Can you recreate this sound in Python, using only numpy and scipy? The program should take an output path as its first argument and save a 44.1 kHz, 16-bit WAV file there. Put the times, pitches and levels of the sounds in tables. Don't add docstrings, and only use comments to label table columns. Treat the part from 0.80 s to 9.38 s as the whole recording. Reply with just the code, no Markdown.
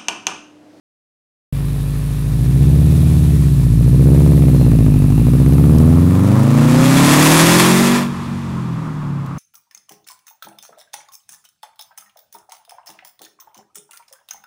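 import sys
import numpy as np
from scipy import signal
from scipy.fft import rfft, irfft, next_fast_len
from scipy.io import wavfile
from scipy.ndimage import uniform_filter1d, map_coordinates

SR = 44100
rng = np.random.default_rng(int(sys.argv[2]) if len(sys.argv) > 2 else 0)


def bounce(signal):
    frames = np.transpose(np.atleast_2d(signal))
    limited = np.clip(frames, -1, 1)
    pcm = np.round(limited * 32767).astype(np.int16)
    wavfile.write(sys.argv[1], SR, pcm)


N = 378378
TIME = np.arange(N) / SR

CYLINDERS = [0.78, 0.76, -0.84, -1.06]
# (time [s], relative level [dB])
EXHAUST_RIDE = [(0.76, -18), (1.39, -18), (1.85, -8.5), (2.82, -11), (3.28, -6.5), (4.36, -10),
                (5.06, -6.5), (5.37, -11), (5.84, -9.5), (7.12, -12.5), (7.36, -26), (7.91, -21.5),
                (8.12, -25), (8.34, -21), (8.56, -28.5)]


def amp(db):
    return 10 ** (np.asarray(db) / 20)


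def unit(x):
    return x / np.sqrt(np.mean(x ** 2) + 1e-20)


def curve(points, t=TIME):
    return np.interp(t, *np.transpose(points))


def ramp(start_s, length_s):
    return np.clip((TIME - start_s) / length_s, 0, 1)


def db_at(points, hz):
    f, db = np.transpose(points)
    return np.interp(np.log(hz + 1), np.log(f + 1), db)


def colour(x, eq):
    size = next_fast_len(len(x) + 4096)
    gain = amp(db_at(eq, np.fft.rfftfreq(size, 1 / SR)))
    return unit(irfft(rfft(x, size) * gain, size)[:len(x)])


def resonator(eq, size=4096):
    hz = np.arange(size // 2 + 1) * 2
    log_gain = np.log(amp(db_at(eq, hz)))
    mirrored = np.r_[log_gain, log_gain[-2:0:-1]]
    return hz, signal.hilbert(mirrored).conj()[:len(hz)]


def wander(t, rate):
    return map_coordinates(rng.standard_normal(4096), [t * rate], order=3, mode="wrap")


def firing_hz(flywheel_s=.121):
    # (time [s], firing rate [Hz])
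    engine_speed = [(0.7, 50.9), (1.508, 52.82), (2.145, 75.84), (2.477, 71.64), (2.944, 54.33),
                    (3.464, 71.58), (3.935, 55.65), (4.277, 47.4), (4.353, 54.18), (4.882, 72.29),
                    (5.509, 100.61), (5.984, 124.72), (6.783, 174.93), (7.146, 193.62), (7.356, 186.14),
                    (7.571, 188.37), (7.726, 177.13), (8.356, 138.98), (8.58, 131.81)]
    return uniform_filter1d(curve(engine_speed), int(flywheel_s * SR), mode="nearest")


def revs(idle_hz=51):
    return np.log2(firing_hz() / idle_hz)


def load(clutch_s=3.01, lift_off_s=7.19):
    return ramp(clutch_s, .31) - ramp(lift_off_s, .13)


def idling(octaves=.19):
    return (1 - load()) * np.exp(-(revs() / octaves) ** 2)


def tearing(centre_hz=163.5, octaves=.53):
    return load() * np.exp(-(np.log2(firing_hz() / centre_hz) / octaves) ** 2)


def overrunning(start_s=7.3, stop_s=7.78):
    return ramp(start_s, .17) - ramp(stop_s, .047)


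def distance_db(roll_s=3.716, near_m=2.79, accel_m_per_s2=1.61):
    travelled_m = .5 * accel_m_per_s2 * np.maximum(TIME - roll_s, 0) ** 2
    return -20 * np.log10(np.hypot(near_m, travelled_m) / near_m)


def firing_gate(cycles, lead, decay, weak_bank, floor=1.0):
    firings = cycles * len(CYLINDERS) + lead
    strength = np.where(firings % len(CYLINDERS) < 2, 1, weak_bank)
    return unit(floor + strength * np.exp(-(firings % 1) / decay))


def crack(firings):
    forces = [1.9, 1.1, .3, .25]
    # (from time [s], place in firing order [index])
    hardest = [(0, 1), (2.95, 0), (3.3, 1), (3.6, 0), (3.85, 2), (4.42, 3), (5.05, 1)]
    from_s, places = np.transpose(hardest)
    leader = places[np.searchsorted(from_s, TIME, side="right") - 1]
    place = (np.floor(firings) - leader).astype(int) % len(forces)
    lumpiness = np.interp(TIME, [2.9, 3.2, 5, 6.2], [.3, 1, 1, .4])
    return 1 + lumpiness * (np.take(forces, place) - 1)


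def street(waver_db=-1.4):
    # (frequency [Hz], gain [dB])
    eq = [(20, 1), (60, 6.5), (200, 15.5), (450, -2), (700, -5), (950, 2.5), (1200, 3), (1550, -7.5),
          (2500, -18.5), (4000, -26.5), (8000, -30.5), (15000, -43)]
    # (time [s], level [dB])
    swell = [(.7, -74.5), (4, -45.5), (6, -19.5), (7.4, -29.5), (8, -29.5), (8.58, -32)]
    return amp(curve(swell) + waver_db * wander(TIME, 12)) * colour(rng.standard_normal(N), eq)


def street_echo(x, level_db=-19, t60_s=5.2):
    t = TIME[:2 * SR]
    tail = rng.standard_normal(len(t)) * amp(-60 * t / t60_s)
    return amp(level_db) * signal.fftconvolve(x, tail / np.linalg.norm(tail))[:N]


def ticks(decay_s=.003, gain_db=-8):
    # (time [s], relative level [dB])
    cues = [(4.7344, -23), (4.9843, -17.5), (8.4622, -31)]
    envelope = sum(amp(db + gain_db) * (TIME >= s) * np.exp(-abs(TIME - s) / decay_s) for s, db in cues)
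    return envelope * rng.standard_normal(N)


def thump(at_s=4.985, width_s=.028, level_db=-19):
    # (frequency [Hz], gain [dB])
    eq = [(15, -13), (35, -2), (90, -3), (200, -13), (600, -45), (3000, -80)]
    return amp(level_db) * np.exp(-((TIME - at_s) / width_s) ** 2) * colour(rng.standard_normal(N), eq)


def squeal(pitch_hz=4170, waver_hz=18):
    # (time [s], close-up level [dB])
    swell = [(2.9, -68), (3.1, -51), (3.66, -60), (3.81, -43), (3.97, -75)]
    phase = 2 * np.pi * np.cumsum(pitch_hz + waver_hz * wander(TIME, 150)) / SR
    return amp(curve(swell) + distance_db()) * np.sin(phase)


def cooling_fan():
    # (frequency [Hz], relative level [dB])
    tones = [(473.7, -44), (554.5, -46.5)]
    whine = sum(amp(db) * np.sin(2 * np.pi * hz * TIME + 1.7 * wander(TIME, 9.9)) for hz, db in tones)
    return np.interp(TIME, [1.6, 3.2], [.6, 0]) * np.sqrt(2) * whine


def hiss(cycles, idle_db=-43.5, per_octave_db=6, load_db=1.5):
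    # (frequency [Hz], gain [dB])
    eq = [(2000, -15), (4000, -2), (6500, -15), (8000, -5.5), (10000, 2), (11500, 0.5), (13000, -3),
          (15700, -8.5)]
    gate = firing_gate(cycles, lead=.55, decay=.22, weak_bank=.38, floor=.9)
    level = amp(idle_db + per_octave_db * revs() + load_db * load() + distance_db())
    return level * (1 - ramp(4.84, 1.1)) * colour(gate * rng.standard_normal(N), eq)


def heat_shield(cycles, level_db=-49, lug_octaves=.56):
    # (frequency [Hz], gain [dB])
    eq = [(1900, -35), (2450, -3), (2720, 0), (3000, -16), (3350, -30), (3700, -9), (4100, -22),
          (5500, -36)]
    gate = firing_gate(cycles, lead=0, decay=.56, weak_bank=.8)
    lugging = load() * np.exp(-(revs() / lug_octaves) ** 2)
    return amp(level_db) * lugging * colour(gate * rng.standard_normal(N), eq)


def close_drone(cycles, idle_db=-42, per_octave_db=13):
    # (frequency [Hz], gain [dB])
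    eq = [(220, -26), (340, 7.5), (420, 13), (490, -5), (660, 2), (900, -10), (1600, -23), (2100, -17),
          (2550, -10.5), (3100, -15.5), (3700, -10.5), (5000, -29)]
    gate = firing_gate(cycles, lead=.075, decay=.2, weak_bank=.7)
    level = amp(idle_db + per_octave_db * revs()) * (1 - ramp(2.5, 1.5))
    return level * colour(gate * rng.standard_normal(N), eq)


def overrun(cycles, level_db=-29):
    return amp(level_db) * overrunning() * np.sin(2 * np.pi * 2 * cycles)


def gas_db(idle_db=-45, per_octave_db=6, load_db=12.5, tear_db=17):
    close_db = idle_db + per_octave_db * revs() + load_db * load() + tear_db * tearing(octaves=.48)
    return close_db + distance_db()


def puffs(cycles, gain_db=-2.5, load_db=-3):
    # (frequency [Hz], gain [dB])
    eq = [(60, -45), (150, -11), (300, 7), (450, -3), (620, 4), (800, 1.5), (1150, -4), (1500, -15),
          (2200, -11), (4000, -22)]
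    firings = cycles * len(CYLINDERS)
    gate = .1 + crack(firings) * np.exp(-(firings % 1) / .3)
    return amp(gas_db() + gain_db + load_db * load()) * colour(gate * rng.standard_normal(N), eq)


def slaps(cycles, gain_db=-15.5, slack_db=-13, tear_db=-9):
    # (frequency [Hz], gain [dB])
    eq = [(60, -50), (150, -26), (300, -12), (430, 9), (550, 10.5), (700, -26), (900, -2), (1200, 7),
          (1500, -10), (1800, -6), (2600, -51), (5000, -40)]
    firings = np.floor(cycles * len(CYLINDERS) - .14)
    force = crack(firings) * amp(1.5 * rng.standard_normal(N))
    clicks = np.diff(firings, prepend=firings[0]) * force / np.sqrt(firing_hz())
    level_db = gas_db() + gain_db + slack_db * (1 - load()) + tear_db * tearing()
    return amp(level_db) * colour(clicks, eq)


def dull(x, above_hz=3000):
    # (time [s], tilt [dB per octave])
    tilt = [(.7, -4), (2.2, 1), (5, -1.5), (5.8, -2), (6.4, -1), (7, -1), (7.3, -5.5), (7.8, -6),
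            (8.58, -8)]
    hz, t, spectrum = signal.stft(x, SR, nperseg=256)
    octaves = np.log2(np.maximum(hz / above_hz, 1))
    return signal.istft(spectrum * amp(octaves[:, None] * curve(tilt, t)), SR)[1][:N]


def rasp(cycles, idle_db=-42, per_octave_db=4, tear_db=31, ring_s=.005, spread_db=5, flutter_db=1):
    # (frequency [Hz], gain [dB])
    eq = [(200, -64), (700, -6), (1000, 6), (1230, 3), (1550, 0), (1800, 3.5), (2100, -2), (2400, 1),
          (3100, -5.5), (3650, -3), (4300, -5), (7500, -4.5), (11500, -6.5), (13500, -15.5), (15700, -18)]
    gate = firing_gate(cycles, lead=.016, decay=1, weak_bank=1)
    onsets = np.diff(np.floor(cycles * len(CYLINDERS)), prepend=0)
    clicks = onsets * gate * amp(spread_db * rng.standard_normal(N))
    ring = rng.standard_normal(1024) * np.exp(-TIME[:1024] / ring_s)
    shocks = unit(signal.oaconvolve(clicks, ring)[:N])
    torn_gas = unit(gate * rng.standard_normal(N))
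    shock_share = .13 * (.04 + tearing())
    blend = np.sqrt(shock_share) * shocks + np.sqrt(1 - shock_share) * torn_gas
    level_db = idle_db + per_octave_db * revs() + tear_db * tearing() + distance_db()
    direct = amp(level_db + flutter_db * wander(TIME, 45)) * colour(blend, eq)
    return dull(direct + street_echo(direct))


def snarl(cycles, gain_db=-17, waver_db=-.2):
    # (frequency [Hz], gain [dB])
    eq = [(300, -14), (440, -5.5), (540, 5), (720, -13), (900, -7), (1300, -4)]
    cycle_hz = firing_hz() / len(CYLINDERS)
    partials = np.zeros(N)
    for order in len(CYLINDERS) * np.arange(3, 8) + 1:
        level = amp(db_at(eq, order * cycle_hz) + waver_db * wander(TIME, 12))
        partials += level * np.cos(2 * np.pi * order * cycles)
    return amp(gain_db + distance_db()) * tearing(octaves=.64) * partials


def chug(x, cycles, above_hz=370, depth=.73):
    upper = signal.sosfiltfilt(signal.butter(4, above_hz, "highpass", fs=SR, output="sos"), x)
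    force = uniform_filter1d(crack(cycles * len(CYLINDERS)), size=128)
    return x + depth * (force - 1) * upper


def growl_db(hz, t, boost_db=4, centre_hz=250, octaves=.18):
    swell = np.interp(t, [3.5, 4.07], [0, 1])
    return boost_db * swell * np.exp(-(np.log2(hz / centre_hz) / octaves) ** 2)


def brightness(slack_db=-8.5, per_octave_db=3, load_db=3, pull_per_octave_db=3.5, overrun_db=1.5):
    pulling = load() * (load_db + pull_per_octave_db * revs())
    return slack_db + per_octave_db * revs() + pulling + overrun_db * overrunning() + .58 * distance_db()


def overtones_db(full_db=-2, per_octave_db=5.5, follow=.81, loud_db=-7):
    return full_db + per_octave_db * revs() + follow * (curve(EXHAUST_RIDE) - loud_db)


def note_db(idle_db=1.06, per_octave_db=-4, load_db=4):
    return idle_db + per_octave_db * revs() + load_db * load()


def exhaust(cycles, roughness=.035, jitter_cycles=.001, bank_lag_s=-.00016, gain_db=.53):
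    # (frequency [Hz], gain [dB])
    together_eq = [(35.0, -27), (55.0, -7), (85.0, 4), (112.0, 2.5), (138.0, 5.5), (165.0, 5), (197.0, 1.5),
                   (245.0, 2.2), (290.0, -1.5), (350.0, -7.5), (450.0, -17.5), (560.0, -41.5), (900.0, -32),
                   (2000.0, -30.5)]
    # (frequency [Hz], gain [dB])
    opposed_eq = [(35.0, -57), (55.0, -19.5), (85.0, -6), (112.0, 0.5), (138.0, 12), (165.0, 8),
                  (197.0, -9.5), (245.0, 3), (290.0, 0.5), (350.0, -3.5), (450.0, -11), (560.0, -8),
                  (900.0, -26), (2000.0, -45.5)]
    # (order [per cycle], gain [dB])
    manifold = [(2, -18), (3, -12), (4, 0), (5, 3), (6, 3.5), (7, -.6), (8, 0), (9, 2), (10, 2), (11, -1),
                (12, -1), (13, -2), (14, 3), (15, -3), (16, 0)]
    step = 9
    t, cycles, cycle_hz = TIME[::step], cycles[::step], firing_hz()[::step] / len(CYLINDERS)
    overtones, note, tilt = amp(overtones_db()[::step]), amp(note_db()[::step]), brightness()[::step]
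    firings = cycles * len(CYLINDERS)
    cycles = cycles + jitter_cycles * wander(firings, 1)
    bank_pattern = np.fft.fft(CYLINDERS) / len(CYLINDERS)
    together, opposed = resonator(together_eq), resonator(opposed_eq)
    waver_db = np.interp(t, [6.5, 7.5], [.5, 1.5])
    sharpening = .31 * idling()[::step]
    tone, power = np.zeros((2, len(t)))
    for order in range(2, 56):
        hz, place = order * cycle_hz, order % len(CYLINDERS)
        if place:
            response = np.interp(hz, *opposed)
            response += sharpening * (response.real - opposed[1].real.max())
            partial = bank_pattern[place] * np.exp(response - 2j * np.pi * hz * bank_lag_s)
        else:
            partial = (note if order == len(CYLINDERS) else overtones) * np.exp(np.interp(hz, *together))
        rolloff = np.clip(1 - (hz - 330) / (36 * cycle_hz - 180), 0, 1)
        shape_db = db_at(manifold, order) + growl_db(hz, t) + tilt * np.log2(hz / 150)
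        partial = partial * rolloff * amp(shape_db + waver_db * wander(t, 7))
        tone += (partial * np.exp(2j * np.pi * order * cycles)).real
        power += abs(partial) ** 2 / 2
    tone *= amp(curve(EXHAUST_RIDE, t) + gain_db) / np.sqrt(power)
    tone *= 1 + roughness * wander(firings, .94)
    return signal.resample_poly(tone, step, 1)[:N]


def scene():
    cycles = np.cumsum(firing_hz()) / SR / len(CYLINDERS)
    note = chug(exhaust(cycles), cycles) + snarl(cycles)
    tailpipe = note + slaps(cycles) + puffs(cycles) + rasp(cycles) + overrun(cycles)
    car = tailpipe + close_drone(cycles) + heat_shield(cycles) + hiss(cycles) + cooling_fan() + squeal()
    return (car + street() + thump() + ticks())[None]


def record(dry, start_s=.725, ceiling=.74, cutoff_hz=15800):
    live = dry * (TIME >= start_s)
    clipped = live / (1 + (live / ceiling) ** 12) ** (1 / 12)
    lowpass = signal.firwin(511, cutoff_hz, window=("kaiser", 9), fs=SR)
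    return signal.oaconvolve(clipped, lowpass[None], "same")


dry = scene()
out = record(dry)
bounce(out)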